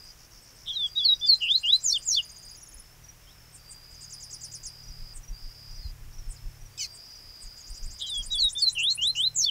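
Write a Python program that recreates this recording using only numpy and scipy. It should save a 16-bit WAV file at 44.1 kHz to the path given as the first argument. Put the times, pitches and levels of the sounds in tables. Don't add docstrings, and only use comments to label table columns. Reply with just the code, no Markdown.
import sys
import numpy as np
from scipy import signal
from scipy.fft import rfft, irfft, next_fast_len
from scipy.io import wavfile
from scipy.ndimage import map_coordinates

SR = 44100
rng = np.random.default_rng(int(sys.argv[2]) if len(sys.argv) > 2 else 0)


def volts(x):
    e = np.asarray(x, float) / 20
    return 10 ** e


def transcribe(u):
    v = np.clip(np.atleast_2d(u).T, -1, 1)
    q = np.round(v * 32767).astype(np.int16)
    wavfile.write(sys.argv[1], SR, q)


N = 418950
TIME = np.arange(N) / SR

# t from peak/s, pitch ratio, level/dB, shake depth/Hz
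BUZZ_SHAPE = [(-.017, .9, -14, 500), (-.009, .93, -3, 800), (.005, 1.0, 0, 750), (.016, 1.11, -6, 350),
              (.032, 1.17, -13, 60)]
# t from peak/s, pitch ratio, level/dB, shake depth/Hz
DROP_SHAPE = [(-.02, 0.88, -29, 503), (-.008, 1.05, -9.5, 400), (.004, .98, -2, 200),
              (0.015, 0.88, -29, 100)]


def unit(x):
    return x / np.sqrt(np.mean(x ** 2) + 1e-20)


def wobble(rate_hz, size=N):
    knots = rng.standard_normal(int(size * rate_hz / SR) + 4)
    return map_coordinates(knots, [np.arange(size) * rate_hz / SR])


def noise(spectrum):
    hz = np.fft.rfftfreq(N, 1 / SR)
    f, db = np.transpose(spectrum)
    gain = volts(np.interp(np.log(hz + 1), np.log(f), db, -120, -120))
    return unit(irfft(rfft(rng.standard_normal(N)) * gain, N))


def track(rows, shake=np.zeros(N)):
    s, hz, db, *depth = np.transpose(rows)
    at = np.arange(max(round(s[0] * SR), 0), min(round(s[-1] * SR), N))
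    t = at / SR
    edge = np.clip(np.minimum(t - s[0], s[-1] - t) / .003, 0, 1)
    swing_hz = shake[at] * (np.interp(t, s, depth[0]) if depth else 1)
    phase = 2 * np.pi * np.cumsum(np.interp(t, s, hz) + swing_hz) / SR
    level = np.sqrt(2) * edge * volts(np.interp(t, s, db))
    return at, phase + rng.uniform(0, 2 * np.pi), level


def syllables(events, shape, rate_hz, pitch_hz=None, stretch=0.):
    out = np.zeros(N)
    turn = 2 * np.pi * np.cumsum(rate_hz * (1 + 0.22 * wobble(60))) / SR
    shake = np.sin(turn) + 0.41 * wobble(500)
    for s, db, *own_hz in events:
        slow = 1 + stretch * (s - events[0][0]) ** 2
        hz = pitch_hz or own_hz[0]
        rows = [(s + dt * slow, hz * ratio ** slow ** .5, db + gain_db, depth_hz)
                for dt, ratio, gain_db, depth_hz in shape]
        at, phase, level = track(rows, shake)
        out[at] += level * np.sin(phase)
    return out


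def strokes(rate_hz, duty, teeth):
    place = np.cumsum(rate_hz * (1 + 0.0039 * wobble(7.2))) / SR % 1
    swell = np.sin(np.pi * np.clip(place / duty, 0, 1)) ** 0.52
    return place, unit(swell * (1 + teeth * place * np.cos(8 * np.pi * place)))


def echoes(x, t60_s, wet_db, gap_s):
    t = np.arange(SR // 2) / SR
    tail = rng.standard_normal(len(t)) * volts(-60 * t / t60_s) * (t > gap_s)
    return x + volts(wet_db) * signal.fftconvolve(x, tail / np.linalg.norm(tail))[:N]


def bounced(x, db_per_octave):
    # delay/s, level at 2.5 kHz/dB
    bounces = [(.0031, -27), (.0075, -28.5), (.014, -31), (.022, -37), (.031, -41)]
    size = next_fast_len(N + SR // 10)
    hz = np.fft.rfftfreq(size, 1 / SR)
    copies = sum(volts(db) * np.exp(-2j * np.pi * hz * delay_s) for delay_s, db in bounces)
    tilt = volts(db_per_octave * (1.47 - abs(np.log2((hz + 1) / 7000))))
    return irfft(rfft(x, size) * (1 + copies * tilt), size)[:N]


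def engine():
    # t/s, firing f/Hz, third-order level/dB
    running = [(0, 38.92, -66.5), (2.2, 39.16, -67.5), (5, 38.12, -57), (5.6, 35.24, -56),
               (6.5, 34.18, -55), (7.1, 31.8, -69.5), (7.999, 29.27, -62.5), (9, 37.55, -59)]
    s, hz, db = np.transpose(running)
    turn = 2 * np.pi * np.cumsum(np.interp(TIME, s, hz) * (1 + 0.0097 * wobble(26.0))) / SR
    orders = volts(-9.5) * np.sin(2 * turn) + np.sin(3 * turn) + volts(-3.0) * np.sin(4 * turn)
    return volts(2.5 + np.interp(TIME, s, db) + 2.1 * wobble(7.9)) * orders


def hiss():
    # f/Hz, level/dB per Hz
    air = [(35, -23.5), (60, -1), (129, -10.5), (369, -15), (2440, -17), (4160, -22.5), (5380, -15.5),
           (8370, -23.5), (15700, -22.5)]
    air_db, whine_hz, whine_db = -57, 15186, -80.5
    return volts(air_db) * noise(air) + volts(whine_db) * np.sin(2 * np.pi * whine_hz * TIME)


def wind():
    # f/Hz, level/dB per Hz
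    rumble = [(15, -11), (28, -4.5), (60, -12.5), (150, -29), (400, -41.5)]
    # peak t/s, peak level/dB
    gusts = [(4.658, -40), (4.903, -38), (5.021, -34), (5.101, -44), (5.182, -32.5), (5.319, -27.5),
             (5.459, -31.5), (5.72, -35), (5.794, -34.5), (5.9, -31), (6.033, -36.5), (6.089, -36),
             (6.194, -35), (6.289, -30), (6.467, -31.5), (6.639, -38.5), (7.459, -38), (7.714, -34),
             (7.85, -26.5), (7.921, -39), (8.203, -30.5), (8.28, -33), (8.35, -39.5), (8.444, -34)]
    # peak t/s, peak level/dB, f/Hz
    snap = (5.861, -28.5, 63)
    calm_db, eddy_hz, eddy_cycles, puff_db = -57.5, 28, .75, -14
    buffet = unit(volts(2.24 * wobble(9.6)) * noise(rumble))
    out = volts(calm_db) * buffet
    chance = rng.uniform(-1.05, 1, (len(gusts), 2))
    eddies = [(s, db, eddy_hz * (1 + 0.2 * a), np.pi * b) for (s, db), (a, b) in zip(gusts, chance)]
    for s, db, hz, start in eddies + [(*snap, 0)]:
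        cycles = (TIME - s) * hz
        push = np.sin(2 * np.pi * cycles + start) + volts(puff_db) * buffet
        out += volts(db) * np.exp(-(cycles / eddy_cycles) ** 2) * push
    return out


def near_cricket():
    # start t/s, end t/s, level/dB, warm-up/s, low tone f/Hz
    bouts = [(-.5, 0.122, -53.5, 0.091, 4820), (0.755, 2.563, -53, 0.15, 4796),
             (3.575, 5.141, -53.5, 0.15, 4800), (5.316, 5.53, -53.5, 0.035, 4770),
             (5.54, 5.915, -53, 0.0036, 4765), (6.705, 8.348, -52.5, 0.16, 4774)]
    strokes_hz, upper_hz, upper_db = 59.4, 4962, 1
    place = strokes(strokes_hz, duty=1, teeth=0)[0]
    early = unit(np.sin(np.pi * np.clip(place / 0.57, 0, 1)) ** 0.13)
    late = unit(np.sin(np.pi * np.clip((place - .36) / 0.49, 0, 1)) ** 0.13)
    out = np.zeros(N)
    for t0, t1, db, warm_s, low_hz in bouts:
        rows = [(t0, low_hz - 70, db - 14), (t0 + warm_s, low_hz, db), (t1, low_hz, db)]
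        at, phase, level = track(rows, 60 * (.4 - place) + 14 * wobble(70))
        warmed = np.clip((TIME[at] - t0 - 1.6 * warm_s) / (0.28 * warm_s), 0, 1)
        lift = 2 * np.pi * place[at] * (upper_hz - low_hz) / strokes_hz
        low = (0.79 * late[at] + .5 * (1 - warmed)) * np.sin(phase)
        high = volts(upper_db) * warmed * early[at] * np.sin(phase + lift)
        out[at] += volts(1.9 * wobble(60.44, len(at))) * level * (low + high)
    return out


def katydid():
    first_s, every_s, half_s, rasp_db = 0.096, 0.128, 0.047, -56
    rasp = noise([(4300, -17), (4900, -9.0), (5700, -4.5), (6500, -13), (7200, -20)])
    rasp = rasp * strokes(70, duty=0.92, teeth=0)[1]
    swishes = sum(np.exp(-((TIME - first_s - k * every_s) / half_s) ** 4) for k in range(8))
    return volts(rasp_db) * rasp * swishes


def alarm_notes():
    # t/s, level/dB, f/Hz
    rises = [(.05, -69, 8400), (.442, -66, 8350), (.572, -67, 8350), (.69, -66, 8400), (0.806, -68, 8400),
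             (7.062, -59, 5500)]
    rise_shape = [(-.022, .94, -1, 60), (-.006, .98, 6, 60), (.002, 1.03, 4, 40), (.008, 1.18, -4, 30)]
    # t/s, level/dB, f/Hz
    odd_drops = [(.875, -53, 7920), (3.95, -51, 6450), (4.045, -43, 6600), (6.35, -54, 7150),
                 (7.47, -53, 6600), (7.612, -46.5, 6670)]
    # t/s, level/dB, f/Hz
    odd_buzzes = [(3.915, -61, 7500), (4.02, -50, 7900), (7.58, -56, 7150), (9.212, -45.5, 8600)]
    # t/s, level/dB
    tsks = [(3.552, -49), (3.716, -45.5), (5.164, -46), (6.313, -47.5), (6.953, -50), (7.429, -48.5)]
    tsk_shape = [(-.03, 1.03, -14, 30), (-.012, 1.02, -6, 80), (-.002, 1.01, 0, 800), (.012, .96, -3, 1100),
                 (.022, .92, -12, 800)]
    out = syllables(rises, rise_shape, 150) + syllables(odd_drops, DROP_SHAPE, 300)
    return out + syllables(odd_buzzes, BUZZ_SHAPE, 260) + syllables(tsks, tsk_shape, 420, 8250)


def far_cricket():
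    # t/s, f/Hz, level/dB
    phrase = [(0, 5430, -6), (.05, 5410, -1), (.22, 5350, -1), (.25, 5200, -4), (.31, 5310, 0),
              (.48, 5300, -5)]
    start_s, every_s, far_db = .3, .726, -60
    place, swell = strokes(55, duty=0.75, teeth=0.6)
    shake_hz = 120 * (.3 - place) + 100 * wobble(200)
    throb = volts(wobble(5) + 1.2 * wobble(50))
    out = np.zeros(N)
    for s in np.arange(start_s, N / SR, every_s):
        at, phase, level = track([(s + dt, hz, far_db + db) for dt, hz, db in phrase], shake_hz)
        out[at] += throb[at] * level * swell[at] * np.sin(phase)
    return out


def song():
    # start t/s, end t/s, rate/Hz, first depth/Hz, last depth/Hz
    warbles = [
        (.658, 0.74, 150, 483, 60.4),
        (1.404, 1.496, 150, 70, 240),
        (7.994, 8.106, 142, 626, 40),
        (8.75, 8.845, 160, 71, 201),
        (1.628, 1.658, 240, 130, 60),
        (9.15, 9.182, 170, 170, 60),
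        (9.357, 9.393, 270, 420, 250),
    ]
    # t/s, f/Hz, level/dB
    openers = [
        [(.658, 3400, -49), (.674, 3440, -41), (.684, 3280, -31.5), (.698, 3530, -32), (.714, 3310, -31.5),
         (.726, 3240, -37), (.745, 3300, -38), (.76, 3160, -45)],
        [(7.994, 3520, -47), (8.012, 3320, -37.5), (8.024, 3540, -31.5), (8.038, 3310, -34),
         (8.048, 3220, -36.5), (8.07, 3170, -39), (8.088, 3120, -43), (8.097, 2970, -45)],
    ]
    # t/s, f/Hz, level/dB
    slides = [
        [(.73, 4000, -49), (.748, 4170, -49), (.76, 3990, -30.5), (.776, 3770, -29.5), (.786, 3650, -34.5),
         (.844, 3404, -24), (.866, 3296, -30), (.876, 3150, -50), (.884, 2850, -51)],
        [(8.06, 3770, -53), (8.074, 3960, -41), (8.1, 3820, -36), (8.11, 3640, -36), (8.161, 3352, -29.5),
         (8.189, 3305, -31), (8.213, 3275, -33), (8.222, 3190, -45), (8.228, 2890, -48)],
    ]
    # t/s, f/Hz, level/dB
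    steps = [
        [(.952, 3900, -48), (.962, 3685, -32), (.98, 3860, -21), (.99, 3830, -26), (.997, 3550, -28.5),
         (1.014, 3385, -24.5), (1.035, 3350, -29.5), (1.047, 3410, -38), (1.055, 2820, -42)],
        [(8.303, 3720, -40), (8.315, 3924, -33), (8.325, 3820, -27.5), (8.337, 3860, -26.5),
         (8.345, 3550, -30.5), (8.361, 3394, -27.5), (8.38, 3370, -29.5), (8.392, 3340, -42),
         (8.399, 2900, -46)],
    ]
    # t/s, f/Hz, level/dB
    plunges = [
        [(1.033, 4880, -44), (1.048, 4550, -26), (1.058, 4410, -17), (1.068, 4190, -19.5), (1.076, 4220, -28),
         (1.09, 3940, -16.5), (1.104, 3846, -20), (1.138, 3820, -20), (1.15, 3610, -40)],
        [(8.378, 4730, -37), (8.395, 4560, -25), (8.409, 4220, -21), (8.416, 4360, -30), (8.423, 4080, -20),
         (8.44, 3870, -23.5), (8.455, 3805, -21.5), (8.483, 3777, -24.5), (8.496, 3280, -48)],
    ]
    # t/s, f/Hz, level/dB
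    flats = [
        [(1.21, 3280, -41), (1.22, 3550, -36), (1.234, 3556, -26), (1.252, 3490, -26.5), (1.27, 3550, -35),
         (1.278, 3340, -45)],
        [(8.55, 3320, -38), (8.556, 3470, -40), (8.574, 3610, -29), (8.594, 3540, -32), (8.608, 3630, -39),
         (8.618, 3260, -49)],
    ]
    # t/s, f/Hz, level/dB
    high_plunges = [
        [(1.255, 4960, -44), (1.273, 4880, -28), (1.283, 4630, -25), (1.289, 4470, -22), (1.299, 4440, -13),
         (1.327, 4130, -20), (1.343, 4097, -20.5), (1.352, 3960, -33.5), (1.359, 3700, -35)],
        [(8.592, 5000, -39), (8.615, 4910, -34.5), (8.623, 4520, -20), (8.645, 4320, -19), (8.657, 4110, -33.5),
         (8.671, 4100, -18.5), (8.689, 4060, -20), (8.697, 3870, -36), (8.703, 3600, -41)],
    ]
    # t/s, f/Hz, level/dB
    scoops = [
        [(1.403, 3080, -47), (1.424, 2867, -24.5), (1.476, 2717, -28.5), (1.518, 3525, -19.5),
         (1.535, 3720, -29.5), (1.562, 4125, -14.5), (1.572, 4400, -35), (1.579, 4250, -23), (1.587, 3740, -45)],
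        [(8.75, 3170, -40), (8.785, 2710, -26.5), (8.815, 2720, -26), (8.835, 2990, -28), (8.852, 3330, -23.5),
         (8.868, 3570, -25), (8.89, 3900, -21.5), (8.915, 4310, -23), (8.926, 4210, -26.5), (8.932, 3670, -45)],
    ]
    # t/s, f/Hz, level/dB
    climbs = [
        [(1.63, 2780, -44), (1.642, 2826, -28), (1.662, 2834, -25), (1.706, 3494, -20), (1.718, 3730, -31),
         (1.732, 3896, -14.5), (1.75, 4020, -17), (1.762, 4100, -17.5), (1.77, 4400, -50)],
        [(8.975, 2450, -42), (8.985, 2790, -36), (8.997, 2830, -27.5), (9.007, 2850, -35), (9.025, 3050, -24.5),
         (9.081, 3950, -23.5), (9.097, 4100, -23), (9.109, 4053, -22), (9.116, 4250, -37)],
        [(9.15, 2700, -38), (9.164, 2800, -35), (9.206, 3080, -22.5), (9.228, 3490, -31), (9.242, 3710, -20),
         (9.26, 4060, -24.5), (9.278, 4070, -19), (9.288, 4080, -42)],
    ]
    # t/s, f/Hz, level/dB
    dives = [
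        [(1.826, 7880, -49), (1.846, 7240, -29), (1.864, 6740, -23.5), (1.872, 6520, -32), (1.884, 6130, -21.5),
         (1.892, 5970, -29), (1.9, 5560, -23.5), (1.91, 5500, -25), (1.92, 5600, -46)],
        [(2.046, 7990, -58), (2.066, 7370, -34), (2.088, 6790, -23.5), (2.095, 6550, -29), (2.102, 6300, -27),
         (2.11, 6050, -25.5), (2.12, 5650, -23), (2.13, 5500, -26), (2.14, 5700, -26)],
        [(9.342, 8200, -52), (9.358, 7500, -38), (9.364, 6950, -22.5), (9.378, 6900, -30), (9.392, 6600, -23.5),
         (9.408, 6100, -24), (9.416, 5850, -25.5), (9.426, 5520, -26), (9.44, 5500, -29)],
    ]
    # t/s, f/Hz, level/dB
    hooks = [
        [(1.9, 3930, -51), (1.906, 4050, -37), (1.92, 4160, -33.5), (1.928, 4430, -17.5), (1.935, 4870, -26)],
        [(2.122, 4064, -52), (2.128, 4130, -39), (2.142, 4070, -30.5), (2.154, 4620, -19), (2.158, 4760, -32)],
        [(9.418, 4100, -58), (9.43, 3900, -42), (9.446, 4420, -19), (9.453, 4700, -22)],
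    ]
    # t/s, f/Hz, level/dB
    landings = [
        [(1.925, 3730, -47), (1.933, 3550, -38), (1.951, 3600, -24.5), (1.957, 3440, -23), (1.975, 2890, -27),
         (1.983, 2790, -55)],
        [(2.148, 3600, -48), (2.152, 3440, -46), (2.172, 3594, -21), (2.192, 3000, -24.5), (2.206, 2800, -30.5),
         (2.216, 2870, -47)],
        [(9.445, 3760, -45), (9.453, 3480, -39.5), (9.469, 3550, -21.5), (9.477, 3517, -27.5),
         (9.499, 3005, -19.5)],
    ]
    end_fall_s, end_fall_ratio, end_fade_db = 0.005, 0.85, 10
    shine_hz, shine_octaves = 12600, .3
    catch_s, catch_db = 0.095, -40.5

    swing_hz, out = np.zeros(N), np.zeros(N)
    for t0, t1, rate_hz, first_hz, last_hz in warbles:
        reach = np.clip(np.minimum(TIME - t0, t1 - TIME) / 0.0033, 0, 1)
        turn = 2 * np.pi * rate_hz * (TIME - t0) + 1.2 * wobble(33)
        depth_hz = first_hz * (last_hz / first_hz) ** np.clip((TIME - t0) / (t1 - t0), 0, 1)
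        saw = np.sin(turn) + .3 * np.sin(2 * turn)
        swing_hz += depth_hz * reach * volts(1.5 * wobble(110)) * saw
    swing_hz += 12 * wobble(150)
    flutter = volts(1.24 * wobble(90)) * (1 + np.clip(swing_hz / 800, -.9, .9))

    snapped = []
    for note in flats + climbs:
        s, hz, db = note[-1]
        snapped.append(note + [(s + end_fall_s, hz * end_fall_ratio, db - end_fade_db)])
    notes = openers + slides + steps + plunges + high_plunges + scoops
    for note in notes + snapped + dives + hooks + landings:
        at, phase, level = track(note, swing_hz)
        pitch_hz = np.gradient(phase) * SR / (2 * np.pi)

        def shine(k):
            octaves = np.log2(abs(k * pitch_hz / shine_hz) + 1e-9)
            return np.exp(-(octaves / shine_octaves) ** 2)

        second = volts(-30) * shine(2) ** 2
        third = volts(-30) * np.sqrt(level) * shine(3)
        tone = np.sin(phase) + second * np.sin(2 * phase) + third * np.sin(3 * phase)
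        out[at] += level * flutter[at] * tone

    breath = noise([(3500, -20), (5000, 8.0), (7000, -8), (9000, -13), (15700, -14)])
    catches = sum(np.exp(-((TIME - dive[0][0] - catch_s) / 0.023) ** 2) for dive in dives)
    return out + volts(catch_db) * breath * catches


def paired_cricket():
    # t/s, level/dB
    pairs = [(.741, -46.5), (1.206, -44.5), (1.8, -53), (2.635, -47), (3.096, -46), (4.394, -54),
             (4.89, -47), (5.29, -47), (5.767, -51), (6.193, -49.5), (6.666, -52), (7.163, -50),
             (7.776, -51), (8.201, -52), (8.758, -52), (9.196, -53)]
    shape = [(-.014, 1.03, -10, 30), (-.003, 1.005, 0, 30), (.012, .97, -8, 30)]
    chirps = [(s + lag_s, db + gain_db) for s, db in pairs for lag_s, gain_db in [(0, 0.48), (-.047, -3.2)]]
    return syllables(chirps, shape, 250, 5775)


def trills():
    # t/s, level/dB
    opens = [(1.293, -65), (1.375, -56), (1.456, -58), (1.54, -56), (1.616, -53), (1.692, -52),
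             (1.766, -49), (1.842, -41), (1.913, -42), (1.985, -45.5), (2.06, -47)]
    # t/s, level/dB, f/Hz
    turns = [(2.124, -46, 9940), (2.189, -54, 9760), (2.255, -52, 9800), (2.32, -53.5, 8870),
             (2.388, -52.5, 9060), (2.455, -52, 8735)]
    # t/s, level/dB
    ticks = [(2.516, -55), (2.577, -54.5), (2.635, -52), (2.691, -53), (2.746, -50), (2.801, -50.5)]
    # t/s, level/dB
    slows = [(7.705, -49.5), (7.778, -57), (7.864, -52), (7.942, -57), (8.024, -47.5), (8.102, -40.5),
             (8.181, -38.5), (8.266, -40.5), (8.357, -37), (8.444, -35.5), (8.534, -37), (8.627, -35),
             (8.733, -39), (8.837, -36.5), (8.955, -37), (9.078, -36.5), (9.221, -80)]
    # t/s, level/dB, f/Hz
    squeak = (9.226, -58, 12400)
    # t from peak/s, pitch ratio, level/dB, shake depth/Hz
    chip_shape = [(-.007, 1.15, -9, 80), (-.002, .99, 0, 60), (.003, .97, -2, 200), (.008, 1.05, -11, 1000),
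                  (.017, 1.1, -18, 1000)]
    # t from peak/s, pitch ratio, level/dB, shake depth/Hz
    tick_shape = [(-.012, .95, -15, 300), (0, 1.003, 4.5, 400), (.01, 1.07, -21, 400)]
    # t from peak/s, pitch ratio, level/dB, shake depth/Hz
    slow_shape = [(-.016, .88, -14, 450), (-.007, .95, -2, 800), (.004, 1.02, 0, 700),
                  (.014, 1.11, -6, 400), (.032, 1.25, -13, 150)]
    high_hz = 8790
    buzz_lead_s, drop_lead_s, slow_lead_s = 0.028, 0.019, .027
    opening_db, opening_db_per_s = -52, 4
    drop_db, drop_db_per_s = -43.5, -11
    slow_db, slow_db_per_s, slow_top_db = -50.5, 11, -40
    stretch_per_s2, chip_rise_power = 0.23, 0.3

    out = syllables(opens, chip_shape, 400, high_hz)
    buzzes = [(s - buzz_lead_s, opening_db + opening_db_per_s * (s - opens[0][0])) for s, _ in opens]
    out += syllables(buzzes, BUZZ_SHAPE, 350, 6700)
    out += syllables(turns, chip_shape, 400)
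    out += syllables(ticks, tick_shape, 400, 10100)
    ends = [row[0] for row in turns[1:] + ticks]
    drops = [(s - drop_lead_s, drop_db + drop_db_per_s * (s - ends[0])) for s in ends]
    out += syllables(drops, DROP_SHAPE, 300, 6600)

    s, high_db = np.transpose(slows)
    slow = 1 + stretch_per_s2 * (s - s[0]) ** 2
    out += syllables(list(zip(s, high_db, high_hz * slow ** chip_rise_power)), chip_shape, 370)
    low_db = np.minimum(slow_db + slow_db_per_s * (s - s[0]), slow_top_db)
    lows = list(zip(s - slow_lead_s * slow ** 1.4, low_db))
    out += syllables(lows, slow_shape, 260, 6530, stretch=stretch_per_s2)
    return out + syllables([squeak], tick_shape, 400)


def stray_whistles():
    # t/s, f/Hz, level/dB
    strays = [
        [(3.27, 3010, -58), (3.295, 3320, -62), (3.325, 4080, -65)],
        [(5.82, 4460, -61), (5.843, 4250, -54), (5.884, 3980, -66)],
        [(6.124, 4100, -63), (6.133, 5500, -58)],
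        [(6.361, 5220, -50), (6.386, 3700, -71)],
    ]
    out = np.zeros(N)
    for note in strays:
        at, phase, level = track(note)
        out[at] += level * np.sin(phase)
    return out


def sweeps():
    # t/s, level/dB
    falls = [(4.125, -41.5), (4.227, -42.5), (4.33, -39.5), (4.435, -39), (4.54, -39.5), (4.657, -37.5)]
    # t from peak/s, pitch ratio, level/dB, shake depth/Hz
    main = [(-.006, 1.24, -10, 30), (.002, 1.04, 0, 40), (.016, .8, -5, 80), (.04, .8, -19, 700)]
    # t from peak/s, pitch ratio, level/dB, shake depth/Hz
    lead = [(-.028, 1.02, -15, 600), (-.018, 1.08, -7, 800), (-.006, 1.23, -11, 150)]
    # t from peak/s, pitch ratio, level/dB, shake depth/Hz
    top = [(.004, 1.85, -22, 50), (.013, 1.43, -7, 700), (.022, 1.47, -12, 900), (.036, 1.52, -22, 600)]
    return sum(syllables(falls, part, 290, 6330) for part in (main, lead, top))


def scold():
    # t/s, first side f/Hz, second side f/Hz, level/dB
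    sides = [(6.776, 3920, 2640, -53), (6.789, 3060, 2520, -54), (6.798, 2990, 2520, -46),
             (6.818, 3030, 2310, -44.5), (6.832, 2920, 2140, -43), (6.851, 2490, 2176, -49.5),
             (6.87, 2230, 2090, -58)]
    side_tones = [(1, 0, 0), (0, 1, -4), (2, 0, 7), (0, 2, 9), (0, 3, 4)]
    out = np.zeros(N)
    at, first, level = track([(s, hz, db) for s, hz, _, db in sides], 45 * wobble(250))
    second = track([(s, hz, db) for s, _, hz, db in sides], 45 * wobble(250))[1]
    hoarse = np.linspace(0, 1, len(at)) ** 2
    for j, k, db in side_tones:
        gain = volts(db + 1.5 - 6 * hoarse + 2.5 * wobble(150, len(at)))
        out[at] += level * gain * np.sin(j * first + k * second)
    rasp = noise([(2000, -17), (3500, -17.5), (4600, 1.5), (8000, -10.5), (12000, -23),
                  (14800, -17), (15700, -20)])
    out[at] += level * volts(-1 + 8 * hoarse) * rasp[at]
    return out


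def dove():
    # t/s, level/dB, f/Hz
    coos = [(6.95, -75.5, 666), (7.66, -77, 640), (8.32, -75.5, 643), (8.98, -75, 633)]
    coo_shape = [(-.12, .95, -2, 3), (0, 1.01, 0, 3), (.09, .99, -4, 3)]
    return syllables(coos, coo_shape, 20)


def scene():
    insects = near_cricket() + katydid() + far_cricket() + paired_cricket()
    far_birds = alarm_notes() + trills() + stray_whistles() + sweeps() + dove()
    near = echoes(bounced(song(), db_per_octave=14.5) + scold(), t60_s=0.18, wet_db=-25.5, gap_s=0.0099)
    far = volts(1.5) * echoes(far_birds, t60_s=0.097, wet_db=-4.5, gap_s=0.0012)
    grass = echoes(insects, t60_s=.1, wet_db=-12, gap_s=.003)
    mono = near + far + grass + engine() + hiss() + wind()
    return np.array([mono, mono])


def band_limit(x):
    return signal.sosfilt(signal.butter(12, 16400, fs=SR, output="sos"), x)


def record(dry):
    top_hz = 15720
    kept = irfft(rfft(dry) * (np.fft.rfftfreq(N, 1 / SR) < top_hz), N)
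    return band_limit(kept)


dry = scene()
out = record(dry)
transcribe(out)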